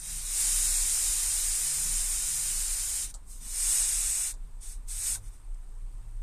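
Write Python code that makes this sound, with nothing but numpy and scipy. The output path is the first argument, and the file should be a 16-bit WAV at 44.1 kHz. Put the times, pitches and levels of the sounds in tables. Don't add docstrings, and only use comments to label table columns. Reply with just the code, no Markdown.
import sys
import numpy as np
from scipy import signal
from scipy.io import wavfile
from scipy.ndimage import uniform_filter1d

SR = 44100
rng = np.random.default_rng(int(sys.argv[2]) if len(sys.argv) > 2 else 0)


def amp(db):
    return 10 ** (np.asarray(db, float) / 20)


def write(x):
    x = np.atleast_2d(x).T
    wavfile.write(sys.argv[1], SR, np.round(np.clip(x, -1, 1) * 32767).astype(np.int16))


N = 274302


def evened(x):
    return x / np.sqrt(np.mean(x ** 2) + 1e-20)


def read(points, hz):
    f, value = np.transpose(points)
    return np.interp(np.log(hz + 1), np.log(f + 1), value)


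def bumps(modes, hz):
    return sum(db / (1 + (2 * (hz - f) / width) ** 2) for f, width, db in modes)


def coloured(gain, size):
    z = rng.standard_normal((*gain.shape, 2)) @ [1, 1j]
    return signal.istft((z * gain).T, nperseg=size, noverlap=size * 3 // 4)[1][:N]


def patches(frames, bins, long, wide):
    noise = rng.standard_normal((frames, bins))
    return evened(uniform_filter1d(uniform_filter1d(noise, long, 0), wide, 1))


def steady(points, size, patchy_db):
    hz = np.fft.rfftfreq(size, 1 / SR)
    blobs = patches(N * 4 // size + 5, len(hz), 8, 6)
    return evened(coloured(amp(read(points, hz) + patchy_db * blobs), size))


def wander(rate_hz):
    t = np.arange(0, N + 128, 128) / SR
    slow = sum(np.sin(2 * np.pi * (f * rate_hz * t + rng.random())) / np.sqrt(f)
               for f in np.geomspace(.1, 1, num=16))
    return np.interp(np.arange(N) / SR, t, evened(slow))


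# f/Hz, density/dB
JET_COLOUR = [(150, -32.5), (500, -28), (1500, -20.5), (3200, -18), (4600, -17.5), (6500, -11.5),
              (8600, -3.5), (10000, -10), (11500, -14.5), (14000, -14), (16000, -57)]
# f/Hz, width/Hz, boost/dB
OPEN_MODES = [(1380, 52, -2.5), (1650, 86, 0.5), (2265, 100, 3.5), (3430, 83, -4.5), (3880, 850, 2.5),
              (5060, 740, 3.5), (7050, 1150, 3.5), (8100, 320, -3.5), (9260, 670, 4.5), (10300, 400, 0),
              (13500, 700, 3.5)]
# f/Hz, width/Hz, boost/dB
COVERED_MODES = [(2310, 150, 4), (3180, 110, -12), (3650, 2200, 3.5), (5200, 380, 4), (6550, 500, 5.5),
                 (8100, 990, 5), (9220, 463, 5), (10620, 260, 6), (12000, 780, 4.5)]
# f/Hz, width/Hz, boost/dB per dB
NARROW_GAP_MODES = [(3780, 630, 0.36), (5940, 320, 0.43), (7230, 1000, -0.17), (8860, 1200, 0.11)]
# t/s, flow/dB
PRESSES = [
    [(0.0, -43), (0.1, -36), (0.23, -37), (0.41, -26.5), (3.0, -31.5), (3.05, -34), (3.08, -45.5),
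     (3.11, -46), (3.13, -73)],
    [(3.245, -84), (3.272, -58.5), (3.313, -47), (3.4, -54)],
    [(3.401, -53), (3.42, -46), (3.613, -28.5), (3.753, -24.5), (3.863, -27.5), (4.259, -30),
     (4.315, -36.5), (4.375, -95)],
    [(4.595, -87), (4.61, -55), (4.63, -46), (4.724, -44.5), (4.768, -59.5), (4.81, -82)],
    [(4.86, -80), (4.886, -42), (4.912, -37.5), (4.946, -38.5), (5.078, -29), (5.128, -30.5),
     (5.154, -32.5), (5.21, -70)],
    [(5.211, -65), (5.258, -56.5), (5.284, -55), (5.302, -66), (5.342, -59), (5.41, -76)],
]
# outlet cover/0-1, roar below 3 kHz/dB, fizz above 11 kHz/dB
GRIPS = [
    (0, -18.5, -16),
    (0.98, -24, -14),
    (0.58, -18, -16),
    (0.9, -20, -18),
    (1, -19.5, -15),
    (0.78, -14.5, -17),
]
FULL_FLOW_DB, COVER_PER_DB = -31, 0.7
ROAR_PER_DB, FIZZ_PER_DB = 0.2155, 0.13
OPENING_THIN_DB, QUICK_DB_PER_S = -3.5, 300


def jet():
    s, flow_db = np.vstack(PRESSES).T
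    hz = np.fft.rfftfreq(512, 1 / SR)
    frame_s = np.arange(N // 128 + 5) * 128 / SR
    burst = np.searchsorted([rows[0][0] for rows in PRESSES[1:]], frame_s)
    cover, roar_db, fizz_db = np.array(GRIPS)[burst].T[:, :, None]
    over_db = np.interp(frame_s, s, flow_db)[:, None] - FULL_FLOW_DB
    db_per_s = uniform_filter1d(np.gradient(over_db, frame_s, axis=0), size=8, axis=0)
    opening = np.maximum(np.tanh(db_per_s / QUICK_DB_PER_S), 0)

    cover = np.clip(cover * (1 + COVER_PER_DB * np.maximum(over_db, 0)), 0, 1)
    roar_db = roar_db - ROAR_PER_DB * over_db + OPENING_THIN_DB * opening
    fizz_db = fizz_db - FIZZ_PER_DB * over_db
    colour_db = read(JET_COLOUR, hz) + (1 - cover) * bumps(OPEN_MODES, hz) + cover * bumps(COVERED_MODES, hz)
    colour_db = colour_db + (roar_db + 17) / (1 + (hz / 3000) ** 4)
    colour_db = colour_db + (fizz_db + 13) / (1 + (11200 / (hz + 1)) ** 24)
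    weak_db = np.clip(-over_db, 0, 18)
    gain = amp(colour_db + weak_db * (1.5 - 1.1 * cover) * bumps(NARROW_GAP_MODES, hz))
    gain /= np.sqrt((gain ** 2).sum(1, keepdims=True))
    gain *= amp(0.5 * patches(len(frame_s), len(hz), 14, 6))

    t = np.arange(N) / SR
    is_open = sum((t > rows[0][0] - .001) & (t < rows[-1][0]) for rows in PRESSES)
    flutter_db = 0.16 * evened(uniform_filter1d(rng.standard_normal(N), 180))
    return evened(coloured(gain, 512)) * amp(np.interp(t, s, flow_db) + flutter_db) * is_open


SEEP_HZ, SEEP_DB, SEEP_PER_S = 8700, -72.5, 700


def seep():
    hit = rng.random(N) < SEEP_PER_S / SR
    size = amp(3.4 * np.minimum(rng.exponential(1, N), 4)) * hit * rng.choice([-1, 1], N)
    t = np.arange(90) / SR
    grain = np.hanning(90) * np.sin(2 * np.pi * SEEP_HZ * t)
    return amp(SEEP_DB) * evened(np.convolve(size, grain)[:N])


# t/s, peak/dB, f/Hz, fade/s
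GUSTS = [(.2, -40.5, 30.65, 0.31), (.55, -35, 30.34, 0.13), (.76, -35, 29.13, .16),
         (1.14, -37.5, 29.05, 0.18), (1.45, -40.5, 26.2, 0.2), (1.82, -39.5, 27.54, .06),
         (1.98, -36, 30.5, 0.27), (2.39, -42.5, 27.7, 0.056), (2.61, -37, 27.37, 0.27),
         (3.13, -43, 27.42, 0.1), (3.41, -40.5, 30.6, 0.17), (3.64, -36, 28.6, 0.072),
         (3.82, -40, 29.24, 0.055), (4.02, -39, 32.07, 0.14), (4.28, -42, 32.3, 0.046),
         (4.41, -38.5, 30.9, 0.074), (4.62, -42, 30.67, 0.18), (4.77, -38, 31.03, 0.055),
         (4.92, -36, 31.6, 0.11), (5.12, -40, 31.57, 0.075), (5.29, -37.5, 31.58, 0.063),
         (5.53, -36.5, 28.98, 0.099), (5.7, -40, 28.61, 0.1), (5.86, -36.5, 30.5, 0.3),
         (6.2, -33, 30.7, .12)]
SWELL_SHARE = 0.69


def boom():
    t, (s, db, hz, fade_s) = np.arange(0, N + 64, 64) / SR, np.transpose(GUSTS)
    age = (t[:, None] - s) / fade_s
    swell = (amp(db) * np.exp(-(age / np.where(age < 0, SWELL_SHARE, 1)) ** 2)).max(1)
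    every = np.arange(N) / SR
    turns = np.cumsum(np.interp(every, s, hz)) / SR
    return np.sqrt(2) * np.interp(every, t, swell) * np.sin(2 * np.pi * turns)


# start t/s, length/s, firing f/Hz at start, f/Hz at end, level/dB
ENGINES = [(-.05, 0.3, 137, 142, -59.5), (.02, 0.22, 226, 228, -67.5), (.55, .2, 153, 156, -60.5),
           (0.798, 0.13, 113, 115, -61), (0.851, 1.0, 77.9, 90.2, -58), (1.603, 0.46, 137.6, 140.9, -57),
           (2.183, .46, 149.5, 150.3, -57.5), (2.347, 1.0, 87.9, 82.6, -61.5), (2.982, .16, 155, 158, -66),
           (4.359, 0.15, 155, 156.5, -63.5), (4.849, 0.61, 91.55, 101.6, -54.5),
           (5.68, .65, 103.8, 112.1, -58)]
ENGINE_WAVER_DB, ENGINE_DRIFT_HZ = 3, .8


def engines():
    out = np.zeros(N)
    for start, length, from_hz, to_hz, db in ENGINES:
        part = slice(max(round(start * SR), 0), round((start + length) * SR))
        along = (np.arange(N)[part] / SR - start) / length
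        hz = from_hz + (to_hz - from_hz) * along + ENGINE_DRIFT_HZ * wander(8)[part]
        passing = np.sqrt(abs(np.sin(np.pi * along)))
        level_db = db + ENGINE_WAVER_DB * np.clip(wander(24)[part], -1.5, 1)
        out[part] += amp(level_db) * passing * np.sin(2 * np.pi * np.cumsum(hz) / SR)
    return np.sqrt(2) * out


# f/Hz, density/dB
RUMBLE_COLOUR = [(5, -20), (10, -2.5), (22, -6), (38, 0.5), (46, -13.5), (55, -6.5), (64, -14.5),
                 (75, -27.5), (100, -18.5), (125, -33), (200, -57), (300, -90)]


def rumble():
    return amp(-45) * steady(RUMBLE_COLOUR, size=8192, patchy_db=1.5)


# f/Hz, density/dB
ROAD_COLOUR = [(60, -51), (100, -4), (150, 1.5), (200, -5.5), (270, -8.5), (400, -21.5), (600, -32)]
ROAD_DB, ROAD_SWELL_DB, ROAD_FADE_DB_PER_S = -66.5, 2.5, -0.46


def road():
    from_middle_s = (np.arange(N) - N / 2) / SR
    level_db = ROAD_DB + ROAD_FADE_DB_PER_S * from_middle_s + ROAD_SWELL_DB * wander(5)
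    return amp(level_db) * steady(ROAD_COLOUR, size=2048, patchy_db=2.5)


# f/Hz, density/dB
HUSH_COLOUR = [(150, -30), (300, -14.5), (600, -20), (1050, -17), (1500, -23.5), (3000, -30), (5500, -32),
               (7200, -28.5), (8000, -21.5), (8600, -22.5), (9300, -38), (10200, -34), (12000, -36),
               (14500, -32.5)]
HUSH_DB = -65
WHINE_HZ, WHINE_WIDTH_HZ, WHINE_DB = 9660, 70, -77


def microphone_noise():
    b, a = signal.iirpeak(WHINE_HZ, WHINE_HZ / WHINE_WIDTH_HZ, SR)
    whine = evened(signal.lfilter(b, a, rng.standard_normal(N)))
    return amp(HUSH_DB) * steady(HUSH_COLOUR, size=512, patchy_db=1.3) + amp(WHINE_DB) * whine


# t/s, air peak/dB, air t60/s, knock/dB, tick/dB
SPITS = [
    (3.141, -41, 0.094, -54.5, -46),
    (4.339, -51, 0.081, -61, -70),
    (5.17, -64, 0.084, -55.5, -80),
    (5.544, -63, 0.03, -80, -58),
]
# f/Hz, density/dB
SPIT_COLOUR = [(1500, -50), (2800, -27), (3600, -11), (4500, -5), (5200, -8), (7800, 0), (9000, 0),
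               (10500, -22), (12200, -27), (13400, -20), (16000, -26)]
BURST_DB, BURST_S = 4.5, .003


def spits():
    puff = steady(SPIT_COLOUR, size=256, patchy_db=2.5)
    housing = signal.butter(3, [450 / SR * 2, 1200 / SR * 2], "band", output="sos")
    knock = evened(signal.sosfilt(housing, rng.standard_normal(N)))
    tick = evened(np.diff(rng.standard_normal(N + 2), 2))
    t, out = np.arange(N) / SR, np.zeros(N)
    for s, db, t60, knock_db, tick_db in SPITS:
        age = np.maximum(t - s, 0)
        air = amp(db - 60 * age / t60 + BURST_DB * np.exp(-age / BURST_S)) * puff
        air += amp(tick_db - 60 * age / .012) * tick
        out += (1 - np.exp(-age / .0002)) * air
        out += (1 - np.exp(-age / 0.0012)) * amp(knock_db - 60 * age / 0.17) * knock
    return out


# f/Hz, level/dB, t60/s
TAP_MODES = [(955, -47, 0.042), (1540, -38, 0.031), (2400, -51, .03)]
TAP_S = 5.1555


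def tap():
    age = np.maximum(np.arange(N) / SR - TAP_S, 0)
    ring = sum(amp(db - 60 * age / t60) * np.sin(2 * np.pi * hz * age) for hz, db, t60 in TAP_MODES)
    return (1 - np.exp(-age / 0.0012)) * ring


def cabin(x):
    taps = np.zeros(6000)
    at = np.arange(60, 5960, 20) + rng.integers(0, 20, 295)
    taps[at] = rng.choice([-1., 1.], len(at)) * amp(-60 * at / SR / .1)
    return signal.oaconvolve(x, taps / np.linalg.norm(taps))[:N]


def scene():
    valve = jet() + seep() + spits() + tap()
    background = boom() + engines() + rumble() + road() + microphone_noise()
    mono = amp(-.3) * valve + amp(-16) * cabin(valve) + background
    return np.array([mono, mono])


# f/Hz, share of slots dropped/0-1
DROPPED_SHARE = [(100, 0), (150, .1), (210, 0), (2000, 0), (2600, .1), (3220, .36), (3500, .25),
                 (4500, .27), (5100, .02), (10800, 0), (11300, .28), (12300, .24), (13000, .15),
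                 (14000, .3)]
EDGE_HZ = 13960


def band_gate(x):
    top = signal.oaconvolve(x, signal.firwin(255, [EDGE_HZ, 16500], pass_zero=False, fs=SR), "same")
    power = uniform_filter1d(top ** 2, 64)
    attack = 1. * (power > 40 * uniform_filter1d(np.roll(power, 250), 300))
    hz, t, z = signal.stft(x, SR, nperseg=2048, noverlap=1792)
    calm = np.interp(t * SR, np.arange(N), uniform_filter1d(attack, 1600)) < 1e-4
    slots = patches(len(t) // 4 + 1, len(hz) // 4 + 1, 2, 1)
    slots = slots.repeat(4, 0).repeat(4, 1)[:len(t), :len(hz)]
    rank = slots.T.argsort(1).argsort(1) / len(t)
    loud = (abs(z[hz > 3000]) ** 2).sum(0) > amp(-125)
    masked = loud | (hz[:, None] < 300)
    keep = np.where((rank < read(DROPPED_SHARE, hz)[:, None]) & calm & masked, .02, 1.)
    edge_hz = EDGE_HZ - 220 * ~loud + 60 * patches(len(t), 1, 8, 1).T
    gated = signal.istft(z * keep * (hz[:, None] < edge_hz), SR, nperseg=2048, noverlap=1792)[1][:N]
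    return gated + .5 * top * uniform_filter1d(attack, 64)


def band_limit(x):
    return signal.sosfilt(signal.butter(12, 15280, fs=SR, output="sos"), x)


def record(dry):
    mono = band_gate(dry[0] + 0.0016)
    return band_limit(np.array([mono, mono]))


dry = scene()
out = record(dry)
write(out)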